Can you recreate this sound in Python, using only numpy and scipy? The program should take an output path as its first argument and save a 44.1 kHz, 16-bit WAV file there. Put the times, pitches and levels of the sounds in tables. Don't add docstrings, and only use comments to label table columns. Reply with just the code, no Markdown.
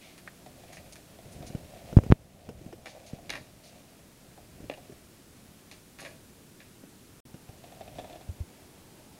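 import sys
import numpy as np
from scipy import signal
from scipy.fft import rfft, irfft, next_fast_len
from scipy.io import wavfile
from scipy.ndimage import map_coordinates

SR = 44100
rng = np.random.default_rng(int(sys.argv[2]) if len(sys.argv) > 2 else 0)


def wav_record(signal):
    frames = np.transpose(np.atleast_2d(signal))
    bounded = np.clip(frames, -1, 1)
    quanta = np.round(bounded * 32767).astype(np.int16)
    wavfile.write(sys.argv[1], SR, quanta)


N = 405268


def amp(db):
    return 10 ** (np.asarray(db) / 20)


def unit(x):
    return x / np.sqrt(np.mean(x ** 2) + 1e-20)


def struck(x):
    return x / x[:SR // 125].std()


def along(points, hz):
    f, value = np.transpose(points)
    return np.interp(np.log(hz + 1), np.log(f + 1), value)


def curves(rows):
    s, *columns = np.transpose(rows)
    t = np.arange(N) / SR
    return [np.interp(t, s, column) for column in columns]


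def wobble(rate):
    knots = rng.standard_normal(int(N * rate / SR) + 4)
    return map_coordinates(knots, [np.arange(N) * rate / SR])


def filtered(x, response):
    m = next_fast_len(len(x) + SR // 10)
    f = np.fft.rfftfreq(m, 1 / SR)
    return irfft(rfft(x, m) * response(f), m)[:len(x)]


def body(modes, f):
    total = 0
    for k, (centre, width, db) in enumerate(modes):
        damping = 1j * f * width
        total = total + (-1) ** k * amp(db) * damping / (centre ** 2 - f ** 2 + damping)
    return total


def focus(f, hz, octaves):
    return 1 / (1 + (np.log2((f + 1) / hz) / octaves) ** 2)


def noise(spectrum):
    return unit(filtered(rng.standard_normal(N), lambda f: amp(along(spectrum, f))))


def fade(t, t60):
    return np.exp(-np.log(1000) * t / t60)


def add(track, s, sound):
    part = track[round(s * SR):][:len(sound)]
    part += sound[:len(part)]


def grains(per_second, spread_db):
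    hits = rng.random(N) < per_second / SR
    return hits * rng.standard_normal(N) * amp(spread_db * rng.standard_normal(N))


# [t/s, crack level/dB before crack_db,
# knock level/dB re crack level before knock_db, centre of the ring f/Hz, spread/octaves, chatter t60/s]
STRIKES = [(0.1784, -44, -22, 4500, 2.5, 0.083), (0.2754, -33, -11, 1680, 0.52, 0.031),
           (0.7295, -41.5, -10, 3500, 2.7, 0.064), (0.7701, -41, -6, 2200, 0.38, 0.058),
           (0.9564, -42, -19, 4500, 2.3, .06), (2.858, -33, -4.5, 2500, 1.3, 0.087),
           (3.2944, -28, -7.5, 2920, 0.64, 0.1), (3.3024, -22, -14.5, 3450, 0.85, 0.033),
           (3.3258, -31.5, -12, 2200, 1, 0.054), (3.3357, -29.5, -7, 2000, 1, 0.069),
           (3.3534, -28, -11, 2040, 1.1, 0.075), (4.698, -31, 6.5, 2740, 0.34, 0.029),
           (4.7129, -40.5, 5.5, 2400, 0.73, 0.055), (4.7377, -41, -12, 2630, .4, 0.045),
           (5.7134, -39.5, -13.5, 3900, 1, 0.085), (5.9874, -40.5, -12, 2410, 1.3, .08),
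           (5.9938, -39, -16, 2000, 1.4, .06), (6.0172, -42.5, -0.5, 3000, 1.3, 0.096),
           (6.0493, -35.5, -4, 2450, 0.8, .1), (6.6024, -43.5, -9.5, 2620, .9, 0.073)]
# [f/Hz, width/Hz, level/dB]
KNOCK_MODES = [(285, 61, 6.5), (600, 83, 12.5), (840, 62, 4.5), (850, 130, -11), (1074, 460, -12)]
CRACK_MODES = [(1230, 610, 3.5), (1630, 130, 11.5), (1820, 300, 8.5), (2390, 295, 7.5), (2870, 130, 5.5),
               (3300, 980, -2), (4370, 280, 5.5), (4560, 500, 1.5), (7050, 590, -2.5), (8600, 2300, -7)]
REBOUND_S, REBOUND_DULL_DB = .0105, 3.5
REBOUND_LIFE = 1.25


def clacks(knock_db=-7, crack_db=-8, chatter_db=-20, click_db=-5, count=3):
    out, t = np.zeros(N), np.arange(SR // 4) / SR
    for s, db, low_db, hz, octaves, t60 in STRIKES:
        for k in range(count):
            rattle = unit(rng.standard_normal(len(t)) * (rng.random(len(t)) < .04))
            force = amp(chatter_db) * rattle * fade(t, t60)
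            force[16] += 1
            knock = struck(filtered(force, lambda f: body(KNOCK_MODES, f)))
            crack = struck(filtered(force, lambda f: (body(CRACK_MODES, f) + 1j * amp(click_db))
                                    * focus(f, hz, octaves)))
            blow = amp(low_db + knock_db + k * REBOUND_DULL_DB) * knock + amp(crack_db) * crack
            delay = k * REBOUND_S
            add(out, s + delay, amp(db) * fade(delay, REBOUND_LIFE * t60) * blow)
    return out


# [t/s, thud level/dB before thud_db,
# tick level/dB re thud level before tick_db]
WHEEL_KNOCKS = [(0.462, -41.5, -14), (0.637, -45.5, -11), (1.188, -44.5, -14), (1.426, -41.5, -13),
                (3.187, -41, -19), (4.377, -44.5, -17), (4.775, -43.5, -19), (7.49, -48, -20),
                (7.639, -41.5, -12), (7.723, -42.5, -13), (7.809, -34.5, -16.5), (7.877, -40, -10.5),
                (7.985, -32.5, -11.5), (7.996, -36.5, -12), (8.044, -38, -18), (8.099, -44, -9),
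                (8.129, -41, -9.5), (8.156, -40.5, -11.5), (8.211, -43.5, -13)]
# [f/Hz, width/Hz, level/dB]
THUD_MODES = [(325, 150, -5), (604, 95, 2), (717, 62, 6.5)]
TICK_MODES = [(1700, 200, 5), (2600, 280, 8.5), (3460, 430, 9), (6600, 3200, -16)]


def wheel_knocks(thud_db=-5, tick_db=-4.5, chatter_db=-21, loose_db=-15, chatter_t60=0.054):
    out, t = np.zeros(N), np.arange(SR // 4) / SR
    blow = (t == 0) * 1.0
    for s, db, high_db in WHEEL_KNOCKS:
        chatter = unit(rng.standard_normal(len(t)) * (rng.random(len(t)) < .05))
        chatter *= fade(t, chatter_t60)
        thud = struck(filtered(blow + amp(chatter_db) * chatter, lambda f: body(THUD_MODES, f)))
        tick = struck(filtered(blow + amp(loose_db) * chatter, lambda f: body(TICK_MODES, f)))
        add(out, s, amp(db + thud_db) * thud + amp(db + high_db + tick_db) * tick)
    return out


# [t/s, level/dB]
PLAZA_LOUDNESS = [(0, -64), (.35, -66), (.72, -57.5), (1.03, -65), (1.45, -55), (1.95, -54.5), (2.3, -58.5),
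                  (2.88, -51), (3.28, -59.5)]
SLAB_LOUDNESS = [(3.42, -63.5), (3.78, -59), (3.94, -62), (4.11, -70.5), (4.77, -64), (5.18, -75),
                 (5.6, -75)]
BRICK_LOUDNESS = [(7.55, -70), (7.714, -57), (7.842, -61), (8.05, -56), (8.298, -68), (8.602, -69),
                  (9.19, -66)]
# [f/Hz, width/Hz, level/dB]
WHEEL_MODES = [(548, 117, -2), (695, 133, -1)]
TRUCK_MODES = [(1820, 490, -6.5), (2460, 470, -0.5), (3900, 3300, -9)]
GRIT_DB = -6.5
GRIT_FOLLOWS, ROLL_REF_DB = 0.61, -58.5
RUN_FADE_S = .12


def rolling(patchy_db=1.8, grit_patchy_db=2.7):
    t, patches = np.arange(N) / SR, wobble(22)
    growl = unit(filtered(grains(900, spread_db=0), lambda f: body(WHEEL_MODES, f)))
    grit = unit(filtered(grains(3100, spread_db=2), lambda f: body(TRUCK_MODES, f)))
    out = np.zeros(N)
    for run in (PLAZA_LOUDNESS, SLAB_LOUDNESS, BRICK_LOUDNESS):
        db, = curves(run)
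        grit_db = ROLL_REF_DB + GRIT_FOLLOWS * (db - ROLL_REF_DB) + GRIT_DB
        inside = np.minimum(t - run[0][0], run[-1][0] - t)
        gate = np.clip(1 + inside / RUN_FADE_S, 0, 1)
        out += gate * amp(db + patchy_db * patches) * growl
        out += gate * amp(grit_db + grit_patchy_db * patches) * grit
    return out


# [t/s, length/s, level/dB before the swell, centre f/Hz]
SHOE_RUBS = [(0.01, 0.12, -56.5, 2700), (0.676, 0.11, -62, 2290), (0.724, 0.058, -56.5, 6100),
             (0.923, 0.017, -48.5, 6800), (1.317, 0.031, -55.5, 10000), (1.465, 0.028, -50.5, 6350),
             (2.87, 0.059, -52, 4480), (3.061, .041, -52.5, 5500), (3.633, 0.075, -56, 4930),
             (6.001, 0.016, -49.5, 9500)]
# [f/Hz, width/Hz, level/dB]
SOLE_MODES = [(2220, 350, 12), (4260, 2200, 6), (6550, 590, 8), (9500, 1400, 3.5)]


def scuffs(octaves=1.0):
    out, t = np.zeros(N), np.arange(SR // 4) / SR
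    for s, length, db, hz in SHOE_RUBS:
        u = t / length
        rub = unit(filtered(rng.laplace(size=len(t)), lambda f: body(SOLE_MODES, f) * focus(f, hz, octaves)))
        swell = np.minimum(u / 0.055, 1) / (1 + u ** 6)
        add(out, s, amp(db) * rub * swell)
    return out


# [f/Hz, t60/s]
PLAZA_T60 = [(200, 0.52), (2000, 0.26), (10000, 0.68)]


def plaza(x):
    hz, t, z = signal.stft(rng.standard_normal(SR // 2), SR, nperseg=256)
    decay = fade(t, along(PLAZA_T60, hz)[:, None])
    tail = signal.istft(z * decay, SR, nperseg=256)[1]
    tail *= 1 - np.exp(-np.arange(len(tail)) / SR / 0.0097)
    return signal.fftconvolve(x, tail / np.linalg.norm(tail))[:N]


# [t/s, swing peak level/dB before the high-pass, pitch f/Hz, rise/s]
CAMERA_BUMPS = [(1.254, -40, 109, 0.007), (1.404, -35, 152, .004), (1.502, -33, 170, 0.003),
                (1.549, -22, 134, 0.0018), (1.9282, -26, 130, 0.00028), (1.9685, 2, 99, 0.0022),
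                (1.9739, -15.5, 205, .00007), (1.9877, -7.5, 80, 0.00032), (2.0365, -28, 258, 0.0003),
                (2.064, -25, 150, 0.00076), (2.102, -8, 67.5, 0.0015), (2.115, -16, 190, 0.000095),
                (2.1224, 7, 107, 0.00034), (2.490, -25.5, 146, .00014), (2.613, -36, 148, 0.0017),
                (2.663, -27, 150, 0.0019), (2.7275, -31, 346, 0.00018), (3.133, -24.5, 143, 0.0014),
                (4.602, -37, 197, 0.0025), (4.641, -35, 258, 0.0017), (4.896, -36, 245, 0.0015),
                (4.922, -37.5, 180, 0.0021), (6.835, -42, 200, 0.0041), (7.342, -34, 169, 0.0037),
                (7.489, -37.5, 104, 0.0053), (8.287, -28, 84, 0.013), (8.402, -26, 80, 0.011)]
# [f/Hz, width/Hz, level/dB]
CASING_MODES = [(333, 150, 7), (550, 260, 1), (1340, 700, -16.5), (2950, 600, -18), (5460, 1200, -23)]
SWING_CYCLES, SWING_PER_RISE = 2.17, 2.6
CASING_DB, CASING_RISE_S, CASING_SOFTER_DB = -49.5, 0.003, 8.5


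def bumps(edge=1.4, rattle_t60=0.057):
    out, t = np.zeros(N), np.arange(SR // 8) / SR
    for s, db, hz, rise in CAMERA_BUMPS:
        onset = 1 - np.exp(-(t / rise) ** edge)
        t60 = SWING_CYCLES / hz + SWING_PER_RISE * rise
        swing = onset * np.cos(2 * np.pi * hz * t) * fade(t, t60)
        shaking = rng.laplace(size=len(t)) * fade(t, rattle_t60)
        rattle = struck(filtered(shaking, lambda f: body(CASING_MODES, f)))
        rattle_db = CASING_DB - CASING_SOFTER_DB * np.log10(rise / CASING_RISE_S)
        add(out, s, amp(db) * swing / np.abs(swing).max() + amp(rattle_db) * rattle)
    highpass = signal.butter(1, 15, "highpass", fs=SR, output="sos")
    return signal.sosfilt(highpass, out)


# [f/Hz, relative level/dB per Hz]
TRAFFIC_SPECTRUM = [(100, -28), (300, 11), (450, 3), (900, 7.5), (1400, -14), (3000, -37)]


def traffic(db=-65):
    after_silence = np.arange(N) / SR > SILENT_SPAN[1]
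    return amp(db + wobble(1.5)) * noise(TRAFFIC_SPECTRUM) * after_silence


# [t/s of the peak, half-length/s to 1/e, level/dB before breeze and flutter]
WIND_GUSTS = [(0.843, 0.19, -58), (1.488, 0.24, -51), (2.07, 0.19, -45.5), (2.64, 0.25, -49.5),
              (3.32, 0.17, -51), (4.638, 0.21, -55.5), (8.0, 0.16, -53.5)]
# [f/Hz, relative level/dB per Hz]
WIND_SPECTRUM = [(20, -21), (40, -4.5), (70, -2.5), (110, -3), (180, -6), (300, -14.5), (600, -17),
                 (1500, -45)]
TOWN_SPECTRUM = [(25, -40), (60, -6.5), (110, 0), (190, 0), (300, -2.5), (450, -8.5), (800, -20.5),
                 (1500, -24), (4000, -59)]
HISS_SPECTRUM = [(100, 10.5), (1000, 1), (2000, 0), (4000, -1.5), (7000, -2), (9500, -2), (12000, -4),
                 (15500, -9)]
BREEZE_DB, WIND_SWING_DB = -66, 2.6


def background(air_db=-57, hiss_db=-58.0, whine_hz=14994, whine_db=-82):
    t = np.arange(N) / SR
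    strength = amp(BREEZE_DB)
    for s, half, db in WIND_GUSTS:
        strength = strength + amp(db) * np.exp(-((t - s) / half) ** 2)
    wind = strength * amp(WIND_SWING_DB * wobble(25)) * noise(WIND_SPECTRUM)
    town = amp(air_db + 0.77 * wobble(5.7)) * noise(TOWN_SPECTRUM)
    phase = 2 * np.pi * whine_hz * t + .4 * wobble(20)
    whine = amp(whine_db) * unit(np.sin(phase))
    return wind + town + amp(hiss_db) * noise(HISS_SPECTRUM) + whine


# [t/s, echo level/dB re direct sound]
ECHO_LEVEL = [(0, -13), (2.8, -12), (3.3, -9.5), (4.7, -9.5), (6, -3), (7.2, -1), (7.3, -4)]


def scene(treble_hz=11500):
    source = clacks() + wheel_knocks() + scuffs()
    board = filtered(source, lambda f: 1 / np.sqrt(1 + (f / treble_hz) ** 12))
    echo_db, = curves(ECHO_LEVEL)
    echo = plaza(amp(echo_db) * board)
    return (board + echo + rolling() + traffic() + bumps() + background())[None]


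def gain_control(x, release_s=1.15, attack_s=.0015, knee=5, ceiling=.98):
    over_db = 20 * np.log10(np.maximum(np.abs(x) / ceiling, 1))
    recovery = np.exp(-np.arange(N) / SR / release_s)
    cut_db = np.maximum.accumulate(over_db / recovery) * recovery
    lag = np.exp(-1 / (SR * attack_s))
    smooth_cut_db = signal.lfilter([1 - lag], [1, -lag], cut_db)
    held = x * amp(-smooth_cut_db)
    return held / (1 + np.abs(held / ceiling) ** knee) ** (1 / knee)


# [start t/s, end t/s]
SILENT_SPAN = (7.2037, 7.2529)
TOP_HZ = 15800


def record(dry):
    t = np.arange(N) / SR
    running = (t < SILENT_SPAN[0]) | (t > SILENT_SPAN[1])
    return filtered(gain_control(dry[0]) * running, lambda f: f < TOP_HZ)[None]


dry = scene()
out = record(dry)
wav_record(out)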